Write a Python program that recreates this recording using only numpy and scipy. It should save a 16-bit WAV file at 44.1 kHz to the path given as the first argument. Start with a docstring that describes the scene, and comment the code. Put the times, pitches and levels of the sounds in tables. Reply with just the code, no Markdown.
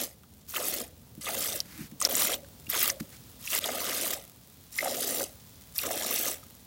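"""Hand milking into a metal pail

A ewe is milked in a quiet outdoor pen, close to the microphone. Each squirt spatters on the froth, digs
into the milk and gurgles: swarms of tiny bubbles, coloured by the pail's wall echoes and air resonances.
Single plops and sharp drops stand out. Between the early squirts the pail is shifted and knocked, and a
hoof scuffs the dirt: decaying body tones and gritty clicks. Behind lie shaped noise, as low rumble and
fine hiss, and the prickle of settling froth."""
import sys
import numpy as np
from scipy import signal
from scipy.fft import rfft, irfft
from scipy.io import wavfile
from scipy.ndimage import map_coordinates

SR = 44100
rng = np.random.default_rng(int(sys.argv[2]) if len(sys.argv) > 2 else 0)


def to_wav(sig):
    """Store sig (one row per channel, or 1-D mono) as 16-bit WAV at the path in sys.argv[1].

    Samples outside -1..1 are clipped; the rate is SR.
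    """
    pcm = np.clip(np.atleast_2d(sig), -1, 1) * 32767
    pcm = np.round(pcm).astype(np.int16)
    wavfile.write(sys.argv[1], SR, pcm.T)  # frames by channels


N = 293706  # length in samples

# Resonances of the air in the pail, lowest first: (frequency [Hz], width [Hz], level [dB])
CAVITY = [(550.5, 48, -2), (705, 260, -1), (1228, 86, 5), (2045, 190, 0), (2880, 750, -8.5),
          (3580, 560, -9.5)]


def squirt(length, attack, bore, crest, release, fizz_db, swell_db, splash_db, gurgle_db, churn_db):
    """One spurt: the jet breaks into uneven slugs that whip up small, middling and large bubbles."""
    tail_s = 0.25
    crest_width = 0.3  # share of the spurt over which the grip is hardest
    t = np.arange(0, length + tail_s, 1 / SR)
    n = len(t)
    after = np.maximum(t - length, 0)

    # the teat opens, the grip swells to its crest, and the flow dies when the hand lets go
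    flow = (1 - np.exp(-t / attack)) * gain_of(-60 * after / release)
    slack_db = swell_db * (1 - np.exp(-((t - crest) / (crest_width * length)) ** 2))

    # a weak jet sputters, a full one runs evenly
    weakness_db = slack_db - 20 * np.log10(flow + 1e-9)
    sputter_db = 1.25 * np.clip(0.5 + 0.78 * weakness_db, 1, 2.4)
    sputter = gain_of(sputter_db * wander(n, 320))

    # mid-spurt the jet digs deepest: the gurgle sinks in pitch and the splash brightens
    progress = np.clip((t - bore) / (length + release / 2 - bore), 0, 1)
    depth = np.sin(np.pi * progress ** 1.16) ** 2

    # a harder jet makes finer spray: dB per octave for each dB of fizz above the neutral level
    brighten, neutral_db = 0.1, -35
    fizz_tilt_db = brighten * (fizz_db - slack_db - neutral_db)
    fizz = sputter * swarm(n, 4750, 14840, per_s=15000, spread_db=7.0, cycles=1.2, glide=0.035,
                           tilt_db=fizz_tilt_db)
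    splash = sputter * swarm(n, 946, 4520, per_s=2400, spread_db=1.5, cycles=2.18, glide=0.027,
                             tilt_db=1.6 * (depth - 1.56))
    gurgle = swarm(n, 211.0, 808, per_s=700, spread_db=1.0, cycles=2.13, glide=0.0052,
                   tilt_db=6.1 * (0.91 - depth))
    fizz, splash, gurgle = (evened(pail(x)) for x in (near_wall(fizz), splash, gurgle))

    # the hollow caves in and reopens at random; level against the splash
    collapses_per_s, collapse_db = 11, -4.5
    for s in t[rng.random(n) < collapses_per_s / SR]:
        add(splash, s, plunge(collapse_db, count=8))

    # the milk churns on after the jet stops, heard in the pail's lowest resonance
    churn_t60_s = 0.47
    lowest_hz, lowest_width_hz = CAVITY[0][:2]
    churn = evened(ring(gurgle, lowest_hz, lowest_width_hz)) * (1 - flow) * (after > 0)
    churn = churn * gain_of(churn_db - 60 * after / churn_t60_s)

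    # the splash builds as the jet nears the milk under the froth
    splash_early = 0.46  # share of the splash heard before that
    splash_lead_s, splash_open_s = 0.0073, 0.015
    reach = opening(t - bore + splash_lead_s, splash_open_s)
    splash = splash * (splash_early + (1 - splash_early) * reach)

    # the gurgle starts once the hollow is open
    gurgle_lag_s, gurgle_open_s = 0.0079, 0.011
    gurgle = gurgle * opening(t - bore - gurgle_lag_s, gurgle_open_s)

    splash_swell = 0.53  # share of the swell that the splash follows
    gurgle_sink_db = 2  # large bubbles are muffled while the jet digs deepest
    jet = fizz * gain_of(fizz_db - slack_db)
    jet = jet + splash * gain_of(splash_db - splash_swell * slack_db)
    jet = jet + gurgle * gain_of(gurgle_db - gurgle_sink_db * depth)
    return flow * jet + churn


def opening(t, rise_s):
    """A soft step from 0 to 1 around t = 0."""
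    return 0.5 + 0.5 * np.tanh(t / (2 * rise_s))


def plunge(db, first_hz=3400, last_hz=1150, count=22):
    """As the hollow deepens it traps ever larger bubbles, so the splash falls in pitch."""
    open_s = 0.04  # time for the hollow to open
    n = int(open_s * SR)
    out = np.zeros(n + 2048)
    for k, (late, size, loud) in enumerate(rng.uniform(-0.924, 1, (count, 3))):
        hz = first_hz * (last_hz / first_hz) ** (k / count) * 1.67 ** size
        start = open_s * abs(k + late) / count
        add(out, start, gain_of(0.44 * loud) * bubble(hz, 2.0, 0.03))
    out = pail(out)
    return gain_of(db) * out / out[:n].std()


def swarm(n, low_hz, high_hz, per_s, spread_db, cycles, glide, tilt_db=0, count=40):
    """Bubbles of many sizes, born at random; like sizes cloud together; tilt_db per octave favours small."""
    # weight of the bubbles by pitch: (frequency [Hz], level [dB per Hz])
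    spray = [(76, -46), (130, 0), (268, 5.5), (369, 2), (563, 2.5), (1030, -10.5), (1180, -10.5),
             (1700, -6.5), (2080, -8), (2340, -6), (3570, -2.5), (4280, -5), (11700, -6.5), (14600, -4),
             (15800, 24)]
    middle_hz = np.sqrt(low_hz * high_hz)
    out = np.zeros(n)
    for sizes in np.geomspace(low_hz, high_hz, count).reshape(-1, 5):
        octaves = np.log2(sizes.mean() / middle_hz)
        cloud = gain_of(1.94 * wander(n, 70) + tilt_db * octaves)
        for hz in sizes:
            one = bubble(hz, cycles, glide)
            weight = gain_of(read(spray, hz)) * np.sqrt(hz) / np.linalg.norm(one)
            births = cloud * clicks(n, per_s / count, spread_db)
            out += weight * np.convolve(births, one)[:n]
    return out


def bubble(hz, cycles, glide):
    """A bubble swells, peaks after the given cycles and dies away while its pitch drifts."""
    u = np.arange(0, 7, hz / (cycles * SR))  # time, 1 at the peak
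    swell = (u * np.exp(1 - u)) ** 2
    return swell * np.sin(2 * np.pi * cycles * (u + glide * u ** 2 / 2))


def pops(rows, cycles, glide, smack_db, spatter_db):
    """Single plops or drops: the smack of the impact, the ring of the trapped air and a brief spatter."""
    out = np.zeros(N)
    t = np.arange(2048) / SR
    for s, db, hz in rows:
        plop = bubble(hz, cycles, glide)
        smack = bubble(min(2.36 * hz, SR / 3), 0.69, 0)
        add(plop, 0, gain_of(smack_db) * smack)
        spatter = clicks(len(t), 1600, 1.2) * np.exp(-t / 0.0021) * (t > 0.001)
        blow = (t == 0) + gain_of(spatter_db) * spatter / np.linalg.norm(spatter)
        sound = pail(signal.fftconvolve(blow, plop))
        add(out, s, gain_of(db) * sound / abs(sound).max())
    return out


def near_wall(x, delay_s=0.000487, sway=0.26):
    """The nearest wall returns the spray at once; as the jet moves, the hollows of that echo slide."""
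    delay = SR * delay_s * np.exp(sway * wander(len(x), 6.63))  # in samples
    echo = map_coordinates(x, [np.arange(len(x)) - delay])
    return x + gain_of(-10) * echo


def pail(x, sway_s=0.0498):
    """Sound made inside the pail: wall echoes that shift as the jet sways, and fixed air resonances."""
    treble = signal.sosfilt(signal.butter(2, 1500, "high", fs=SR, output="sos"), x)
    spot = np.arange(len(x)) / (sway_s * SR)
    out = x + sum(gain_of(db) * ring(x, hz, width) for hz, width, db in CAVITY)
    for k in range(4):
        share = np.maximum(np.cos(np.pi / 2 * (spot - k)), 0)
        out = out + signal.fftconvolve(treble * share, walls())[:len(x)]
    return out


def walls():
    """The quick echoes between the pail's walls, for one spot on the milk."""
    t60_s, first_s, echo_db = 0.022, 0.0006, -6.5
    t = np.arange(2048) / SR
    taps = rng.standard_normal(len(t)) * (t > first_s) * gain_of(-60 * t / t60_s)
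    return gain_of(echo_db) * taps / np.linalg.norm(taps)


def ring(x, hz, width):
    """A resonance of gain 1: a one-pole filter turning at hz, narrower when it rings longer."""
    r = np.exp(-np.pi * width / SR)
    return 2 * signal.lfilter([1 - r], [1, -r * np.exp(2j * np.pi * hz / SR)], x).real


def handling():
    """The pail rings dully when it is knocked, and judders as grit scrapes under it."""
    # knocks on the pail: (time [s], peak level [dB], level of the grit under its foot [dB])
    knocks = [(1.178, -35, -73), (1.922, -36.5, -53), (2.682, -38.5, -68), (3.008, -26, -35.5)]
    # the pail or a hoof scrapes over dirt:
    # (start [s], length [s], time to the hardest push [s], grit level [dB], judder level [dB])
    scrapes = [(1.641, 0.25, .18, -46, -42.5), (3.11, 0.075, 0.027, -51, -59)]
    # tones of the filled pail when knocked or dragged: (frequency [Hz], level [dB], t60 [s])
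    body_tones = [(172.6, 0, 0.066), (219.4, 11.5, 0.036), (290, 2, 0.054)]
    # colour of the grit: (frequency [Hz], level [dB per Hz])
    grit_colour = [(300, -18), (900, -8), (1400, -0.5), (2200, 1), (3200, -5.5), (5000, -3), (9000, -6.5),
                   (16000, -5)]

    out = np.zeros(N)
    t = np.arange(8192) / SR
    body = sum(gain_of(db - 60 * t / t60) * np.sin(2 * np.pi * hz * t) for hz, db, t60 in body_tones)
    body = body * (1 - np.exp(-t / 0.011))
    for s, db, grit_db in knocks:
        add(out, s, gain_of(db) * body / abs(body).max())
        crunch = coloured(rng.standard_normal(len(t)), grit_colour) * np.exp(-((t - 0.006) / 0.0046) ** 2)
        add(out, s - 0.01, gain_of(grit_db) * crunch)  # the grit gives way just before the pail lands

    grit_swell_db, judder_swell_db = 8.5, 20  # the judder needs a harder push than the grit
    for start, length, crest, grit_db, judder_db in scrapes:
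        t = np.arange(0, length, 1 / SR)
        slack = np.interp(t, [0, crest, length], [1, 0, 1])
        slips = clicks(len(t), 4100, 1.8)
        grit = gain_of(grit_db - grit_swell_db * slack) * coloured(slips, grit_colour)
        judder = evened(signal.fftconvolve(slips, body)[:len(t)])
        judder = gain_of(judder_db - judder_swell_db * slack) * judder
        add(out, start, (grit + judder) * signal.windows.tukey(len(t), 0.15))
    return out


def yard():
    """Low outdoor rumble, a fine hiss and the faint prickle of froth settling in the pail."""
    # colour of the open air: (frequency [Hz], level [dB per Hz])
    air_colour = [(15, -56), (25, -78), (42, -5), (70, 3.5), (261, -4), (333, -12.5), (449, -12),
                  (1320, -24.5), (1780, -26.5), (1980, -26.5), (2660, -27), (3580, -23.5), (9990, -27.5),
                  (13800, -25), (15800, -19)]
    # course of the open air: (time [s], rumble level [dB], hiss level [dB])
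    air_levels = [(0, -58.5, -59.5), (1.05, -54.5, -57), (3.25, -54, -51.5), (4.4, -58, -55),
                  (5.5, -56, -52.5), (6.66, -56.5, -53.5)]
    rumble_db, hiss_db = follow(air_levels, np.arange(N) / SR)
    air = coloured(rng.standard_normal(N), air_colour)
    low = signal.sosfiltfilt(signal.butter(2, 900, fs=SR, output="sos"), air)
    rumble = signal.sosfilt(signal.butter(6, 48, "high", fs=SR, output="sos"), low)
    prickle = swarm(N, 6500, 14960, per_s=180, spread_db=3.5, cycles=0.37, glide=0.0068, count=10)
    prickle = evened(pail(prickle))
    hiss = evened(air - low) * gain_of(0.23 * wander(N, 33))
    hiss = hiss + gain_of(-5) * prickle
    return gain_of(rumble_db) * evened(rumble) + gain_of(hiss_db) * hiss


def clicks(n, per_s, spread_db):
    """Random clicks of either sign; a few are much larger than the rest."""
    size = gain_of(spread_db * np.minimum(rng.exponential(1, n), 4))
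    return size * rng.choice([-1, 1], n) * (rng.random(n) < per_s / SR)


def wander(n, per_s):
    """Smooth chance: random values, per_s of them a second, joined by straight lines."""
    return np.interp(np.arange(n) * per_s / SR, np.arange(8192), rng.standard_normal(8192))


def coloured(x, spectrum):
    """x weighted by the given spectrum, at rms 1."""
    gain = gain_of(read(spectrum, np.fft.rfftfreq(len(x), 1 / SR)))
    return evened(irfft(rfft(x) * gain, len(x)))


def gain_of(db):
    """Decibels as an amplitude factor."""
    return 10 ** (np.asarray(db) / 20)


def evened(x):
    """x at rms 1."""
    return x / np.sqrt(np.mean(x ** 2) + 1e-20)


def read(points, hz):
    """The value of a spectrum table at hz, on a logarithmic frequency axis."""
    f, value = np.transpose(points)
    return np.interp(np.log(hz + 1), np.log(f + 1), value)


def follow(rows, t):
    """The columns of a curve table at the times t."""
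    s, *columns = np.transpose(rows)
    return [np.interp(t, s, c) for c in columns]


def add(mix, s, sound):
    """Mixes a sound in at the time s; what falls outside is dropped."""
    at = round(s * SR)
    sound = sound[max(-at, 0):]
    part = mix[max(at, 0):][:len(sound)]
    part += sound[:len(part)]


def scene():
    """Milk jets with their splashes, the handled pail and the open air."""
    # one row a spurt, strongest at the crest before it dies away; most bore through the froth, but
    # at 3.386 s the jet sweeps over ground and wall before it meets the milk:
    # (start [s], length [s], attack [s], time to reach the milk [s], time to crest [s], release t60 [s],
    #  fizz at the crest [dB], swell [dB], splash [dB], gurgle [dB], churn afterwards [dB], plunge [dB])
    spurts = [ (-0.35, 0.38, .03, 0.049, 0.49, 0.2, -32, 0.5, -41.5, -40.5, -58, -45),
              (0.47, 0.34, 0.037, 0.075, 0.2, 0.22, -31, 8, -41.5, -40.5, -52.5, -37.5),
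              (1.207, 0.36, 0.0058, 0.047, 0.25, 0.19, -31, 7.5, -40.5, -42, -58, -37.5),
              (1.995, .348, 0.0057, 0.036, 0.22, 0.14, -25.5, 12.5, -35, -37, -47, -41),
              (2.688, .21, .006, 0.034, 0.13, 0.14, -25.5, 8.5, -34, -42, -43, -35.5),
              (3.386, .205, 0.094, .135, 0.17, 0.036, -27, 11, -34.5, -39, -56, -43),
              (3.6, 0.53, .012, 0.022, .40, 0.3, -31, 6.5, -39, -39.5, -60, -41.5),
              (4.712, 0.52, 0.038, 0.1, .39, 0.18, -31.5, 5.5, -42, -37.5, -55, -47),
              (5.743, 0.56, 0.02, .08, 0.46, 0.28, -29.5, 6.5, -39.5, -40, -56, -44.5), ]
    # single bubbles and a few faint drips: (time [s], peak level [dB], pitch [Hz])
    plops = [(0.235, -50.5, 1300), (0.539, -26.5, 1290), (0.562, -22, 2840), (1.268, -29, 1170),
             (2.015, -22.5, 1076), (2.334, -23, 3280), (2.445, -47, 1600), (2.667, -35.5, 2700),
             (2.899, -26, 1790), (3.475, -25.5, 2680), (3.531, -20.5, 2880), (3.689, -23.5, 655),
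             (4.786, -16.5, 2050), (4.806, -21, 2050), (4.827, -22.5, 665), (4.857, -22.5, 784),
             (4.871, -23.5, 680), (5.206, -25.5, 573), (5.79, -27, 2650), (5.836, -28, 1340),
             (5.906, -25.5, 675), (6.429, -45, 1300)]
    # sharp drops on the froth and the wall: (time [s], peak level [dB], pitch [Hz])
    sharp_drops = [(.6847, -11, 13200), (1.2225, -33, 5100), (1.6036, -12.5, 5140), (2.0033, -17.5, 8300),
                   (2.0145, -10.5, 9600), (2.0238, -11, 6550), (2.0507, -4, 5450), (2.1532, -9, 7660),
                   (2.7001, -8.5, 13300), (2.9008, -11.5, 5870), (3.6418, -17.5, 3460),
                   (4.7807, -20, 11100), (5.782, -10, 12400), (5.788, -17, 4540)]
    # the milk falls silent for an instant: (from [s], to [s])
    silences = [(2.0765, 2.0885), (3.5925, 3.5975)]

    milk = pops(plops, cycles=2.13, glide=0.0046, smack_db=0.5, spatter_db=2.0)
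    milk += pops(sharp_drops, cycles=1.7, glide=-0.006, smack_db=-4, spatter_db=-5)
    for start, length, attack, bore, *jet, plunge_db in spurts:
        add(milk, start, squirt(length, attack, bore, *jet))
        add(milk, start + bore, plunge(plunge_db))
    for start, end in silences:
        milk[round(start * SR):round(end * SR)] = 0
    return (milk + handling() + yard())[None]


def record(dry):
    """The recorder's band limit: a steep low-pass that keeps the timing."""
    edge_hz = 16020
    low_pass = signal.firwin(511, edge_hz, window=("kaiser", 8), fs=SR)
    return signal.oaconvolve(dry, low_pass[None], "same")


dry = scene()
out = record(dry)
to_wav(out)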